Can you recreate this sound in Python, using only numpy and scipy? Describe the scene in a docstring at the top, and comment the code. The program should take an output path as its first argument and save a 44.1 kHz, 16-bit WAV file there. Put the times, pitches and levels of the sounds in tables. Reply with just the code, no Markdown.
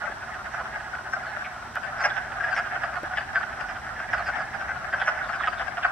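"""Wood frogs croak in a shallow woodland pool, a few close by and many farther off.
Each croak is a short, quickening run of pulses from the voice box that makes the throat sacs ring;
their pitch sinks as they swell. Thin squeaks fall among the calls, and trunks and banks echo them.
The water plops softly, with a few dry ticks. Behind it all the air rumbles and hisses,
and a small camera motor hums and whines."""
import sys
import numpy as np
from scipy import signal
from scipy.io import wavfile

SR = 44100
rng = np.random.default_rng(int(sys.argv[2]) if len(sys.argv) > 2 else 0)


def dump_mix(stems):
    """Bounce the given channels to the path in sys.argv[1] as a 16-bit WAV at rate SR."""
    frames = np.atleast_2d(stems).T  # one column per channel
    limited = np.clip(frames, -1, 1)  # hard clip at full scale
    pcm = np.round(limited * 32767).astype(np.int16)
    wavfile.write(sys.argv[1], SR, pcm)


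N = 260631
TIME = np.arange(N) / SR
SAC_HZ = 1548.3  # pitch of a typical frog's throat sacs


def near_frogs(pure_width_hz=40.5, throaty_width_hz=274):
    """The closest frogs stand out. Their sacs ring longest in pure calls, more briefly in throaty ones."""
    # Each row: start in seconds, length in seconds, sac pitch in Hz, level in dB, then the strength of
    # throat tone, rasp and overtone in dB relative to the sacs, and left minus right in dB.
    croaks = [(.056, 0.024, 1562, -31.5, -4, -25, -31, 11), (0.538, 0.01, 1543, -28, -5.5, -17, -25, -8),
              (.586, 0.026, 1481, -31.5, -2, -17, -31, -4.5), (.759, .009, 1518, -29, -4.5, -26, -30, 1),
              (.932, 0.0086, 1505, -26, -36, -28, -50, 5), (1.131, 0.011, 1565, -22.5, -10, -28, -23.5, 5),
              (1.365, 0.0062, 1565, -25, -5.5, -16, -36, 2),
              (1.757, 0.016, 1507, -24.5, -7.5, -14, -34, -2), (1.998, 0.034, 1545, -28, -6, -12, -20.5, 1),
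              (2.039, 0.023, 1651, -18.5, -4.5, -9.5, -18.5, -0.5),
              (2.102, 0.015, 1554, -27.5, -7.5, -17, -41, -4), (2.4, 0.016, 1628, -24.5, -21, -21, -36, 7),
              (2.434, 0.016, 1677, -25.5, -9.5, -15, -29, 5.5),
              (2.475, 0.027, 1624, -30.5, -6, -15, -38, -3), (2.518, 0.02, 1580, -23.5, -14, -14.5, -25, 6),
              (2.564, 0.03, 1644, -22.5, -5.5, -11.5, -23, -0.5),
              (2.835, 0.009, 1509, -21.5, -4, -13, -27, -2), (2.957, 0.015, 1457, -28.5, -5, -16, -27, -7),
              (3.172, 0.016, 1740, -22, -9, -8.5, -25.5, 1.5),
              (3.357, 0.015, 1563, -17.5, -16, -21, -30.5, 1),
              (3.426, 0.0094, 1587, -26.5, -8, -15, -36, -10),
              (3.605, 0.011, 1535, -30.5, -6.5, -10, -22, 11),
              (3.686, 0.024, 1593, -31, -4.5, -11, -23, -3), (4.13, 0.014, 1492, -20, -7, -21, -28, -3),
              (4.18, .03, 1568, -31, -1, -10, -21.5, -1), (4.26, 0.063, 1554, -31, -7, -11, -20, 0),
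              (4.4, 0.018, 1518, -29.5, -6, -16.5, -24, -6), (4.684, 0.058, 1559, -31.5, -5, -18.5, -33, 2),
              (4.927, 0.018, 1576, -20.5, -8, -18, -35, 1), (5.014, .011, 1532, -20, -5, -16, -33, -2.5),
              (5.075, 0.012, 1499, -17, -6.5, -12, -25, -1), (5.209, 0.008, 1503, -28, -20, -19, -38, -11),
              (5.287, .017, 1390, -26.5, -6.5, -14, -24.5, 5.5),
              (5.337, .018, 1498, -26.5, -13, -12, -25, 4), (5.401, 0.0094, 1413, -23, -11, -33, -38, -6),
              (5.436, 0.011, 1685, -23.5, -9, -11, -33, -3.5),
              (5.473, 0.0086, 1290, -17.5, -9.5, -12, -30, -1.5),
              (5.596, 0.024, 1525, -26.5, -3, -13, -25, 3.5),
              (5.771, 0.014, 1418, -25.5, -3, -10.5, -29, -3),
              (5.831, 0.0096, 1554, -26, -8, -4.5, -24, 0.5),
              (5.846, 0.0098, 1533, -16, -7, -13.5, -38, -1.5)]
    calls = []
    for start_s, length_s, sac_hz, level_db, throat_db, rasp_db, overtone_db, pan_db in croaks:
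        width_hz = pure_width_hz + throaty_width_hz * from_db(throat_db)
        wave, onset_s = croak(length_s, sac_hz, width_hz, throat_db, rasp_db, overtone_db)
        calls.append((start_s - onset_s, level_db, pan_db, wave))
    return place(calls)


def croak(length_s, sac_hz, width_hz, throat_db, rasp_db, overtone_db, gap_s=.0035, quicken=.48,
          jitter=.11, sag=.92, wobble=.63, shimmer_db=2.5, count=21, lead_pulses=4):
    """Voice-box pulses ring the sacs and throat. Returns the call and when its first strong pulse comes."""
    timing, loudness, pitch = rng.standard_normal((3, count))
    # every call gets a pace and pitches of its own
    own_gap, own_throat, own_rasp, own_overtone = np.exp(rng.normal(0, [.11, .039, .15, .073]))
    step = np.arange(count) - lead_pulses
    # pulses come faster as the call goes on, and the swinging sacs pull them into step
    gaps_s = gap_s * own_gap * np.exp(-quicken * np.tanh((step - 2) / 2) + jitter * timing)
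    sac_cycles = np.maximum(np.round(gaps_s * sac_hz), 2)
    pulse_s = np.cumsum(sac_cycles / sac_hz)
    onset_s = pulse_s[lead_pulses]
    age_s = pulse_s - onset_s
    stage = age_s / length_s - .42  # zero at the top of the swell
    # a few weak pulses lead in, then the call swells and dies; the low throat tone peaks later
    force = from_db(shimmer_db * loudness)
    lead_in = from_db(-12 + 2 * step)
    effort = force * np.where(step < 0, lead_in, np.exp(-stage ** 2))
    throat_effort = force * np.where(step < 0, lead_in / 2, np.exp(-(stage - .23) ** 2))
    # filling sacs sink in pitch, tight ones that ring long sink least
    sink = np.exp(width_hz / sac_hz * (wobble * pitch - sag * np.tanh(2 * stage)))
    sac = ring(pulse_s, effort, sac_hz * sink, width_hz)
    throat = ring(pulse_s, throat_effort, hz=750 * own_throat * np.sqrt(sink), width_hz=125)
    rasp = ring(pulse_s, effort, hz=2250 * own_rasp * sink, width_hz=770)
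    # a thin overtone sounds from the lead-in on and slides down; each pulse also has a dry crack
    overtone_effort = force * np.exp(-((age_s - .0033) / .03) ** 2)
    overtone_hz = 5280 * own_overtone * np.sqrt(sac_hz / SAC_HZ) - 14000 * age_s
    overtone = ring(pulse_s, overtone_effort, overtone_hz, width_hz=280)
    crack = ring(pulse_s, effort, hz=5940 * sink, width_hz=4300)
    # the frog's soft body muffles its low tones and its rasp
    low = butter(sac + from_db(throat_db) * throat, 2300, "low", order=3)
    rasp = butter(rasp, 3300, "low", order=4)
    high = from_db(rasp_db) * rasp + from_db(overtone_db) * (overtone + from_db(-6) * crack)
    return np.sqrt(length_s * SR) * (low + high), onset_s


def ring(pulse_s, strengths, hz, width_hz, rise_s=.00022, samples=440):
    """Each pulse starts a tone that fades, sooner if width_hz is larger. The total energy is 1."""
    age = np.arange(samples) / SR
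    attack = 1 - np.exp(-(age / rise_s) ** 2)
    decay = np.exp(-np.pi * width_hz * age)
    taper = 1 - (age / age[-1]) ** 2
    tones = strengths[:, None] * attack * decay * taper * np.sin(2 * np.pi * hz[:, None] * age)
    positions = (pulse_s * SR).astype(int)[:, None] + np.arange(samples)
    wave = np.bincount(positions.ravel(), tones.ravel())
    return wave / np.sqrt(np.sum(wave ** 2) + 1e-20)


def neighbour_frogs(above_chorus_db=2.35, spread_db=2.4, pan_spread_db=7, count=48):
    """Frogs a little farther off take uneven turns, growing louder and softer with the chorus."""
    calls = []
    for k, (when, pitch, length, loudness, side) in enumerate(rng.standard_normal((count, 5))):
        start_s = (k + .5 + when / 4) / count * N / SR
        wave, onset_s = croak(length_s=.014 * np.exp(.37 * length), sac_hz=SAC_HZ * np.exp(.04 * pitch),
                              width_hz=125, throat_db=-6, rasp_db=-12, overtone_db=-27)
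        level_db = chorus_db(start_s) + above_chorus_db + spread_db * loudness
        calls.append((start_s - onset_s, level_db, pan_spread_db * side, wave))
    return place(calls)


def far_frogs(spread_db=1.5, pan_spread_db=3, trim_db=-.15, echo_gain=.67, count=220):
    """Many distant frogs and their echoes overlap into an unbroken gabble."""
    calls = []
    for k, (when, pitch, loudness, side) in enumerate(rng.standard_normal((count, 4))):
        start_s = (k + when / 2) / count * N / SR
        wave, onset_s = croak(length_s=.034, sac_hz=SAC_HZ * np.exp(.13 * np.tanh(pitch)),
                              width_hz=200, throat_db=-3.5, rasp_db=-16, overtone_db=-37)
        calls.append((start_s - onset_s, spread_db * loudness, pan_spread_db * side, wave))
    direct = place(calls, lag_s=.000046)
    return rms_one(direct + echo_gain * woodland_echoes(direct)) * from_db(chorus_db(TIME) + trim_db)


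def chorus_db(time_s):
    """How loudly the pool is calling at a given time."""
    # The rise and fall of the chorus. Each row: time in seconds, base level in dB.
    chorus_levels = [(0.0, -28.5), (0.1, -37.5), (0.76, -35), (0.95, -37.5), (1.36, -34.5), (1.6, -39),
                     (1.79, -39.5), (1.97, -30.5), (2.26, -35), (2.52, -32), (3.61, -34.5), (3.74, -37),
                     (3.98, -34), (4.21, -30.5), (4.64, -35.5), (5.2, -32.5), (5.65, -35.5), (5.91, -31.5)]
    return np.interp(time_s, *np.transpose(chorus_levels))


def squeaks(gap_s=.0046, width_hz=220, fall_hz_per_s=8700, shimmer_db=2.0, boost_db=3.5, count=36):
    """Quick pulses ring a thin tone that swells, fades and glides down."""
    # Squeaks among the calls. Each row: start in seconds, length in seconds, first pitch in Hz,
    # base level in dB.
    squeak_events = [(1.23, 0.13, 4730, -65), (1.438, 0.036, 2400, -42.5), (2.092, .024, 3500, -48),
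                     (4.995, .055, 3440, -48.5), (5.22, 0.061, 3830, -58.5), (5.378, 0.13, 3760, -53.5),
                     (5.565, .072, 3670, -54)]
    calls = []
    for start_s, length_s, start_hz, level_db in squeak_events:
        timing, softness, pitch = rng.standard_normal((3, count))
        pulse_s = np.cumsum(gap_s * np.exp(.19 * timing))
        stage = np.minimum(pulse_s / length_s, 1)
        effort = np.sin(np.pi * stage ** .86) * from_db(-shimmer_db * softness)
        hz = (start_hz - fall_hz_per_s * pulse_s) * np.exp(.015 * pitch)
        wave = np.sqrt(length_s * SR) * ring(pulse_s, effort, hz, width_hz)
        calls.append((start_s, level_db + boost_db, 0, wave))
    return place(calls)


def woodland_echoes(sound, decay_s=1.0, nearest_s=.003938, dull_hz=3600, count=700):
    """Banks and trunks throw back dull echoes, crowded at first and partly different left and right."""
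    delay_s = nearest_s + rng.random(count) ** 2 / 2
    fade = from_db(-60 * delay_s / decay_s)
    strengths = (rng.standard_normal(count) + rng.standard_normal((2, count))) * fade
    echoes = np.array([np.bincount((delay_s * SR).astype(int), side) for side in strengths])
    echoes /= np.sqrt(np.sum(echoes ** 2) / 2)
    return butter(signal.fftconvolve(sound, echoes, axes=1)[:, :N], dull_hz, "low", order=1)


def plops(rise_per_s=2.9):
    """A bubble in the water rings, rising in pitch as it dies away."""
    # Each row is a bubble: start in seconds, first pitch in Hz, peak in dB, seconds to fade by 60 dB.
    bubbles = [(0.099, 413, -32, 0.017), (3.032, 316, -33.5, 0.064), (3.033, 570, -27, 0.053)]
    out, age = np.zeros(N), np.arange(5000) / SR
    for start_s, hz, peak_db, fade_s in bubbles:
        tone = np.sin(2 * np.pi * hz * age * (1 + rise_per_s * age))
        add(out, from_db(peak_db - 60 * age / fade_s) * tone, start_s)
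    return out


def ticks(hz=3000, decay_s=.000099):
    """Small dry ticks: a high tone that dies almost at once."""
    # Each row is a tick: start in seconds, peak in dB.
    tick_events = [(0.785, -48), (1.4222, -40), (1.7549, -25.5), (3.033, -30)]
    out, age = np.zeros(N), np.arange(5000) / SR
    tick = np.exp(-age / decay_s) * np.cos(2 * np.pi * hz * age)
    for start_s, peak_db in tick_events:
        add(out, from_db(peak_db) * tick, start_s)
    return out


def air(steady_db=-43.0, rumble_hz=170):
    """Outdoor air and microphone hiss; the lowest part swells and sinks with the breeze."""
    # The tone of the steady noise. Each row: frequency in Hz, relative level in dB per Hz.
    spectrum = [(20, -11), (60, 0.5), (130, -7), (250, -9.5), (450, -16.5), (1000, -4), (2500, -20),
                (4200, -23), (5700, -24), (6700, -47), (7900, -39), (9000, -33), (12000, -43.5),
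                (15500, -44)]
    # How alike left and right are. Each row: frequency in Hz, likeness from -1 (opposite) to 1 (same).
    likeness = [(25, -0.47), (70, 0.79), (150, 0.97), (1000, 0.35), (3000, 0.92), (5000, -0.73),
                (8000, -0.34), (15000, 0.44)]
    # The breeze. Each row: time in seconds, change in the deepest rumble in dB.
    breeze = [(0, 0.5), (1.3, -5.5), (2.2, 1), (3.0, -0.5), (3.8, 2.5), (4.6, 3.5), (5.2, 1), (5.9, 0.5)]
    edges_hz = 20 * 2 ** (np.arange(30) / 3)  # three bands to an octave
    white = rng.standard_normal((2, 2, N))
    noise = np.zeros((2, N))
    for k, (low, high) in enumerate(zip(edges_hz, edges_hz[1:])):
        shared, opposed = butter(white[k % 2], [low, high], "band")
        hz = np.sqrt(low * high)
        alike = at_hz(likeness, hz)
        band = np.sqrt(1 + alike) * shared + np.sqrt(1 - alike) * np.outer([1, -1], opposed)
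        noise += from_db(at_hz(spectrum, hz)) * band
    steady = from_db(steady_db) * rms_one(noise)
    swell = from_db(np.interp(TIME, *np.transpose(breeze)))
    return steady + butter(steady, rumble_hz, "low", order=1) * (swell - 1)


def motor_hum(trim_db=-2.0, flutter_db=2.0):
    """The motor's low tones flutter a little and reach left and right alike."""
    # Each row is a low tone: pitch in Hz, base level in dB.
    hum_tones = [(64.4, -59), (128.6, -56.5), (213.8, -66), (235.5, -61.5), (341.6, -66.5), (384, -62.5),
                 (405.7, -66.5)]
    out = np.zeros(N)
    for hz, level_db in hum_tones:
        gain = from_db(level_db + trim_db + flutter_db * drift(6.7))
        out += gain * np.sin(2 * np.pi * hz * TIME + .3 * drift(9.7))
    return np.sqrt(2) * out


def motor_whine(boost_db=2.7):
    """The motor's thin, high tones waver and reach left and right out of step."""
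    # Each row is a high tone: pitch in Hz, base level in dB.
    whine_tones = [(5093, -75), (5394, -72), (5642, -75), (5696, -76), (5889, -76), (5992, -76),
                   (6094, -79), (6896, -80), (7122, -84), (7542, -83), (7574, -79), (7671, -81),
                   (7768, -78), (7800, -82), (7897, -82), (7994, -77), (8027, -77), (8123, -84),
                   (8990, -83), (9292, -87), (9572, -89), (9830, -90), (10250, -87), (10476, -84),
                   (10702, -83), (10928, -89)]
    out = np.zeros((2, N))
    for hz, level_db in whine_tones:
        offset_cycles = .7 * rng.random((2, 1))
        phase = 2 * np.pi * (hz * TIME + offset_cycles) + .4 * drift(22)
        out += from_db(level_db + boost_db) * np.sin(phase)
    return np.sqrt(2) * out


def motor_hiss():
    """The motor's whine smears into narrow bands of noise, different left and right."""
    # Each row is a band of hiss: centre in Hz, width in Hz, base level in dB.
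    hiss_bands = [(5830, 190, -67.5), (7870, 720, -68), (10800, 730, -76.5)]
    out = np.zeros((2, N))
    for hz, width_hz, level_db in hiss_bands:
        band = butter(rng.standard_normal((2, N)), [hz - width_hz / 2, hz + width_hz / 2], "band")
        out += from_db(level_db) * rms_one(band)
    return out


def place(calls, lag_s=.00003):
    """Set calls between left and right; one side, at random, hears each a little sooner."""
    out = np.zeros((2, N))
    for start_s, level_db, pan_db, wave in calls:
        lead_s = lag_s * rng.standard_normal()
        add(out[0], from_db(level_db + pan_db / 2) * wave, start_s - lead_s)
        add(out[1], from_db(level_db - pan_db / 2) * wave, start_s + lead_s)
    return out


def add(out, sound, start_s):
    """Mix a sound into a track at a given time."""
    at = int(round(start_s * SR))
    first, last = max(at, 0), min(at + len(sound), N)
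    if last > first:
        out[first:last] += sound[first - at:last - at]


def from_db(db):
    """Turn decibels into a number to multiply by."""
    return 10 ** (np.asarray(db) / 20)


def rms_one(x):
    """Scale a signal so that its typical size (root mean square) is 1."""
    return x / np.sqrt(np.mean(x ** 2) + 1e-20)


def at_hz(points, hz):
    """Read between the rows of a frequency table, with octaves evenly spaced."""
    frequencies, values = np.transpose(points)
    return np.interp(np.log(hz), np.log(frequencies), values)


def butter(x, hz, kind, order=2):
    """Keep the lows, the highs or a band; a higher order cuts more steeply."""
    return signal.sosfilt(signal.butter(order, hz, kind, fs=SR, output="sos"), x + 1e-18)


def drift(rate_hz):
    """A slow random wander with a typical size of 1."""
    points = rng.standard_normal(int(rate_hz * N / SR) + 2)
    return rms_one(np.interp(TIME * rate_hz, np.arange(len(points)), points))


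def scene(echo_db=-6.5, background_pan_db=-1.4):
    """Frogs and their echoes over the quiet of the wood, which leans a little to the right."""
    near = near_frogs() + neighbour_frogs() + squeaks()
    frogs = near + from_db(echo_db) * woodland_echoes(near) + far_frogs()
    frogs = butter(frogs, 618, "high", order=8)  # such small bodies give off almost no bass
    background = air() + motor_hum() + motor_whine() + motor_hiss()
    background *= from_db([[background_pan_db / 2], [-background_pan_db / 2]])
    return frogs + plops() + ticks() + background


def record(dry, cutoff_hz=15700):
    """The very highest treble is cut off steeply."""
    return signal.sosfilt(signal.ellip(10, .1, 80, cutoff_hz, fs=SR, output="sos"), dry)


dry = scene()
out = record(dry)
dump_mix(out)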